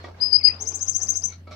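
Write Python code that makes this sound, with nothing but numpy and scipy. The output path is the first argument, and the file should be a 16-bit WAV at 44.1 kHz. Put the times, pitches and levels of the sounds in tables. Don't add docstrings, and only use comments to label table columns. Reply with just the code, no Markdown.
import sys
import numpy as np
from scipy import signal
from scipy.fft import rfft, irfft, next_fast_len
from scipy.io import wavfile
from scipy.ndimage import uniform_filter1d, map_coordinates

SR = 44100
rng = np.random.default_rng(int(sys.argv[2]) if len(sys.argv) > 2 else 0)


def pcm_store(signal):
    levels = np.round(np.clip(np.atleast_2d(signal), -1, 1) * 32767)
    wavfile.write(sys.argv[1], SR, levels.astype(np.int16).T)


def gain_from_db(level_db):
    decades = np.asarray(level_db, float) / 20
    return 10 ** decades


N = 68355
T = np.arange(N) / SR


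def unit(x):
    return x / np.sqrt(np.mean(x ** 2) + 1e-20)


def along(points, hz):
    f, v = np.transpose(points)
    return np.interp(np.log(hz + 1), np.log(f + 1), v)


def wobble(rate):
    knots = rng.standard_normal(int(N * rate / SR) + 4)
    return map_coordinates(knots, [T * rate])


def filtered(x, response):
    m = next_fast_len(N + SR // 2)
    return irfft(rfft(x, m) * response(np.fft.rfftfreq(m, 1 / SR)), m)[..., :N]


# (frequency [Hz], left-right correlation)
ALIKE = [(60, 1), (300, 0.9), (700, 0.48), (1400, -0.0099), (2500, -0.13), (8000, -0.097)]


def rush(spectrum, patchy_db):
    z = signal.stft(rng.standard_normal((2, N)), nperseg=512)[2]
    field = uniform_filter1d(rng.standard_normal(z.shape[1:]), size=5, axis=0)
    field = uniform_filter1d(field, size=10, axis=1)
    pair = signal.istft(z * gain_from_db(patchy_db * unit(field)), nperseg=512)[1][:, :N]

    def mid_side(hz):
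        turn = np.arccos(np.clip(along(ALIKE, hz), -1, 1)) / 2
        inside = (hz > spectrum[0][0]) * (hz < spectrum[-1][0])
        return gain_from_db(along(spectrum, hz)) * inside * [np.cos(turn), np.sin(turn)]

    mid, side = filtered(pair, mid_side)
    return unit(np.array([mid + side, mid - side]))


# (frequency [Hz], decay time T60 [s])
SHED = [(300, 0.37), (2500, 0.12), (5000, 0.22), (8000, 0.12), (12000, 0.15), (15000, 0.1)]


def shed(x, delay_s):
    t, z = signal.stft(rng.standard_normal((2, SR // 2)), SR, nperseg=128)[1:]
    hz = np.arange(z.shape[1]) * SR / 128
    tail = signal.istft(z * gain_from_db(-60 * t / along(SHED, hz)[:, None]), SR, nperseg=128)[1]
    tail = tail * np.clip(np.arange(tail.shape[1]) / SR / delay_s, 0, 1)
    return signal.fftconvolve(np.atleast_2d(x), tail / np.linalg.norm(tail[0]), axes=1)[:, :N]


def note(s, hz, db, overtones_db, scoop_hz=0):
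    s = np.sort(s)
    scoop = scoop_hz * np.exp(-np.abs(T - s[0]) / 0.006)
    pitch = uniform_filter1d(np.interp(T, s, hz), size=64) - scoop
    phase = 2 * np.pi * np.cumsum(pitch) / SR
    ends = np.clip(np.minimum(T - s[0], s[-1] - T) * 400, 0, 1)
    overtones = sum(gain_from_db(g) * np.sin((k + 2) * phase) for k, g in enumerate(overtones_db))
    parts = np.array([np.sin(phase), overtones])
    level_db = uniform_filter1d(np.interp(T, s, db), size=64) - np.max(db)
    overtone_tilt = 0.55
    return np.sqrt(2) * gain_from_db(np.max(db) + level_db * np.c_[[1, overtone_tilt]]) * ends * parts


# (time [s], level [dB])
HUM = [(0, -44.5), (.09, -43.5), (.24, -50), (.5, -42.5), (.71, -44.5), (1.15, -46), (1.49, -43.5),
       (1.55, -42.5)]


def hum():
    hum_hz, lead_rad = 88.2, 0.045
    level = gain_from_db(np.interp(T, *np.transpose(HUM)) + 0.4 * wobble(18))
    phase = 2 * np.pi * np.cumsum(hum_hz + 0.66 * wobble(4)) / SR
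    return np.sqrt(2) * level * np.sin(phase + lead_rad * np.c_[[1, -1]])


# (time [s], level [dB])
MURMUR = [(0, -53), (.12, -60), (.2, -53), (.45, -53.5), (.52, -48), (.66, -48), (.85, -52.5), (.96, -58.5),
          (1.0, -50.5), (1.27, -56), (1.43, -62), (1.55, -53)]
# (frequency [Hz], density [dB])
AIR = [(180, -27), (300, -5), (900, -10), (2000, -15), (5000, -22.5), (8000, -36), (10000, -69)]
RUMBLE = [(15, -36.5), (25, -13), (40, -14), (55, -1), (70, -0.5), (80, -21), (110, -27), (140, -82)]
DRONE = [(105, -37.5), (135, -2.5), (170, -1.5), (260, -5), (450, -29.5)]
HISS = [(5000, -27), (7500, -7), (12000, -6), (16000, -8.5)]


def background():
    rumble_db, drone_db, hiss_db = -64, -55.5, -78.5
    murmur = gain_from_db(np.interp(T, *np.transpose(MURMUR)) + 2.3 * wobble(29)) * rush(AIR, patchy_db=2.0)
    low = gain_from_db(rumble_db) * rush(RUMBLE, patchy_db=1.5) + gain_from_db(drone_db) * rush(DRONE, patchy_db=2.0)
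    return murmur + low + gain_from_db(hiss_db) * rush(HISS, patchy_db=0.3)


# (time [s], length [s], first pitch [Hz], last pitch [Hz], level [dB])
CHIRPS = [
    (.396, 0.024, 2700, 2040, -47),
    (0.41, .02, 2200, 2355, -51),
    (.452, 0.011, 2012, 2763, -38.5),
    (.461, .014, 2710, 2757, -35),
    (.471, 0.015, 2723, 1844, -36),
    (0.497, .02, 2350, 2670, -43),
    (0.001, 0.014, 4250, 4260, -58.5),
    (0.027, 0.041, 4250, 4800, -63),
]


def far_bird():
    x = 0
    for s, length, first, last, db in CHIRPS:
        times = [s, s + 0.35 * length, s + length]
        pitch = [first, (first + last) / 2, last]
        x = x + note(times, pitch, [db + 2, db, db - 4.5], [-26]).sum(axis=0)
    x = x * gain_from_db(4 * wobble(200))
    return gain_from_db([[-7], [-5]]) * x + shed(x, 0.0048)


def resonances(peaks):
    def response(f):
        total = 0
        for k, (centre, width, db) in enumerate(peaks):
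            mode = 1j * f * width / (centre * centre - f * f + 1j * f * width)
            total = total + (-1) ** k * gain_from_db(db) * mode
        return total
    return response


# (time [s], level [dB], rise [s], wire share [dB], scuff share [dB])
HOPS = [(.03, -52, 0.017, 1, 6.5), (0.044, -40.5, 0.0063, -9.5, 11), (.06, -45, 0.0079, -19, 7),
        (0.083, -48, 0.0052, -9.5, 8), (0.111, -52, .005, -12, 4.5), (.485, -54, 0.0038, -5.5, 12),
        (0.602, -50.5, 0.0076, -24, 9), (0.984, -57, 0.012, -9, 8.5), (1.155, -60.5, 0.0037, -3, 9.5),
        (1.291, -55.5, 0.0048, 7.5, -0.5), (1.321, -52, 0.015, 6, -4.5), (1.471, -38, 0.0039, -17, -2),
        (1.513, -38.5, 0.012, -7, -7.5), (1.53, -53, .016, -0.5, -9)]
# (frequency [Hz], width [Hz], level [dB])
PERCH = [(620.6, 22, 4.5), (790, 15, 0), (1160, 53, -5.5), (1303, 20, -3)]
WIRE = [(1400, 67, -6.5), (2200, 110, 3), (4250, 390, -1.5), (4750, 220, -1.5), (5600, 760, -3.5)]
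# (frequency [Hz], level [dB])
SCUFF = [(120, -22), (250, -1.5), (550, 3.5), (1200, -5.5), (2300, -16), (5500, -26), (8000, -41),
         (16000, -73)]


def hops():
    rattle_t60_s, scuff_db = 0.067, 9.5
    shake = 0
    for s, db, rise, wire_db, scuff_share_db in HOPS:
        levels_db = np.c_[[db, db + wire_db, db + scuff_share_db]]
        decay = gain_from_db(levels_db - 60 * np.abs(T - s) / rattle_t60_s)
        shake = shake + decay * np.clip((T - s) / rise + 0.5, 0, 1)
    perch, wire, scuff = shake * rng.standard_normal((3, N)) * gain_from_db(5.55 * wobble(300))
    x = gain_from_db(17) * (filtered(perch, resonances(PERCH)) + filtered(wire, resonances(WIRE)))
    x = filtered(x, lambda f: 1 / (1 + 1j * f / 4800) ** 2)
    x = x + gain_from_db(scuff_db) * filtered(scuff, lambda f: gain_from_db(along(SCUFF, f)))
    to_room = filtered(x, lambda f: f / (f + 700))
    return gain_from_db([[-4], [-2.5]]) * x + gain_from_db(1.0) * shed(to_room, 0.0017)


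# (time [s], frequency [Hz], level [dB],
# T60 [s])
RINGS = [(0.042, 1160, -42, 0.13), (0.042, 1920, -37.5, 0.08), (0.45, 355, -53, 0.39),
         (0.598, 780, -46, 0.2), (0.611, 435, -43.5, 0.55), (0.609, 905, -48.5, 0.24),
         (.72, 800, -54.5, 0.77), (.99, 740, -51.5, 0.45), (0.9, 1300, -59, 0.19), (1.0, 1750, -52.5, 0.23),
         (1.15, 670, -56, 0.94),
         (.142, 1620, -44, .045), (.142, 2200, -47, .035), (1.289, 2200, -54, .08), (1.314, 2180, -47, .1),
          (1.321, 1340, -49, .12), (1.32, 4300, -54, .22), (1.47, 1310, -43, .2), (1.469, 2230, -48, .1),
          (1.47, 4780, -61, .2), (1.512, 1310, -44, .2), (1.51, 2230, -50, .2)]


def rings():
    total, blur_rad = 0, 1
    for s, hz, db, t60 in RINGS:
        side = rng.uniform(-1, 0.89) * np.c_[[1, -1]]
        level = gain_from_db(db - 60 * np.abs(T - s) / t60 + 4.0 * side) * np.clip((T - s) / 0.0049, 0, 1)
        total = total + level * np.sin(2 * np.pi * hz * T + blur_rad * wobble(45) + 1.1 * side)
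    return total


# (frequency [Hz], level [dB])
CAGE_LOW = [(4930, -3.5), (4998, -9.5), (5081, -10)]
CAGE_HIGH = [(5883, -48), (5936, -43.5), (5992, -41.5), (6065, -46.5), (6130, -48.5), (6272, -45.5),
             (6355, -48), (6516, -45.5), (6702, -48.5), (6788, -52.5), (6977, -55.5)]


def cage(x):
    low_db, high_db, t60_s = -58, -9, 0.18
    t = T[:SR // 3]
    modes = [(hz, db + low_db) for hz, db in CAGE_LOW] + [(hz, db + high_db) for hz, db in CAGE_HIGH]
    ring = 0
    for hz, db in modes:
        turns = rng.random((2, 1))
        ring = ring + gain_from_db(db - 60 * t / t60_s) * np.sin(2 * np.pi * (hz * t + turns))
    return signal.fftconvolve(x[None], ring * np.clip(t / 0.0028, 0, 1), axes=1)[:, :N]


# (time [s], pitch [Hz], level [dB])
WHISTLES = [
    [(.199, 4798, -52.5), (.211, 4977, -33.5), (.22, 4996, -24.5), (.235, 5016, -19.5), (.252, 4990, -27.5),
     (.262, 4991, -25), (.28, 5050, -38.5), (.294, 5010, -55)],
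    [(.311, 4857, -45), (.319, 4867, -36), (.331, 4947, -16.5), (.34, 4920, -24), (.357, 4912, -17.5),
     (.367, 4954, -19.5), (.374, 5117, -34), (.4, 5150, -47)],
    [(.428, 4770, -39), (.437, 5003, -31.5), (.451, 4917, -14), (.465, 4942, -23), (.474, 4932, -17),
     (.487, 4904, -19), (.493, 5040, -38), (.53, 5004, -57.5)],
]
# (level [dB], level [dB])
WHISTLE_OVERTONES_DB = [
    [-34, -39.5],
    [-42, -41.5],
    [-47, -41.5],
]
SCOOP_HZ = [895, 593, 550]


def whistles():
    settings = zip(WHISTLES, WHISTLE_OVERTONES_DB, SCOOP_HZ)
    return sum(note(*np.transpose(rows), overtones_db, scoop) for rows, overtones_db, scoop in settings)


# (time of the loud moment [s], peak level [dB], stretch [ratio])
TRILL = [
    (0.612, -20.5, 1.01),
    (0.676, -18, 1.01),
    (0.7455, -18.5, 1),
    (0.8164, -18.5, 1.2),
    (0.885, -16, 1.01),
    (0.9536, -15.5, 1.01),
    (1.0214, -15, 0.94),
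    (1.0914, -16, 1.01),
    (1.1606, -15.5, 1.01),
    (1.243, -15.5, 1.01),
]
# (time from the loud moment [s], pitch [Hz], level [dB])
PIP = [(-.023, 4630, -31), (-.018, 5144, -17.5), (-.0135, 5440, -30.5)]
SWEEP = [(-.0135, 5330, -34.5), (-.0105, 5560, -20.5), (-.004, 6140, -4.5), (.002, 6300, 0.5),
         (.0045, 6990, -8), (.0065, 7500, -11), (0.008, 7850, -20), (0.01, 8180, -13.5),
         (0.013, 8260, -39.5)]
SWEEP_OVERTONES_DB = [-19.5, -63]


def trill():
    pitch_scatter, rough_db = 0.0061, 2.5
    total = 0
    for at, peak_db, stretch in TRILL:
        pitch_chance, level_chance = rng.standard_normal(2)
        for rows, scatter_db in [(PIP, 2), (SWEEP, 0)]:
            s, hz, db = np.transpose(rows)
            level_db = db + peak_db - 5 + scatter_db * level_chance
            pitch = hz * (1 + pitch_scatter * pitch_chance)
            total = total + note(at + s * stretch, pitch, level_db, SWEEP_OVERTONES_DB)
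    return total * gain_from_db(rough_db * wobble(250))


# (frequency [Hz], level [dB])
MIC = [(4000, 2.5), (8300, -1), (9300, -7.5), (10200, -3.5), (10900, -11), (11800, -5), (13000, -24),
       (15500, 2)]
WHISTLE_DIRECT_DB = [
    [7],
    [-21],
]
TRILL_DIRECT_DB = [
    [2.5],
    [-14.5],
]
SINGER_ROOM_DB = [
    [4],
    [-12.5],
]
OVERTONE_DIRECT_DB = [
    [-10],
    [-18],
]
OVERTONE_ROOM_DB = [
    [-0.5],
    [-6],
]


def singer():
    held, swept = filtered(np.array([whistles(), trill()]), lambda f: gain_from_db(along(MIC, f)))
    sent = gain_from_db(-6) * held[0] + filtered(swept[0], lambda f: np.where(f < 5350, 0.52, 1))
    direct = gain_from_db(WHISTLE_DIRECT_DB) * held[0] + gain_from_db(TRILL_DIRECT_DB) * swept[0]
    room = gain_from_db(SINGER_ROOM_DB) * (shed(sent, 0.0058) + cage(sent))
    high = (held[1] + swept[1]) * gain_from_db(3 * wobble(90))
    overtones = gain_from_db(OVERTONE_DIRECT_DB) * high + gain_from_db(OVERTONE_ROOM_DB) * shed(high, 0.0029)
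    return direct + room + overtones


def scene():
    return hum() + background() + far_bird() + hops() + rings() + singer()


def top_cut(x):
    return signal.sosfilt(signal.butter(12, 16440, fs=SR, output="sos"), x)


def record(dry):
    top_hz = 15830
    mix = filtered(dry, lambda hz: hz < top_hz)
    return top_cut(mix)


dry = scene()
out = record(dry)
pcm_store(out)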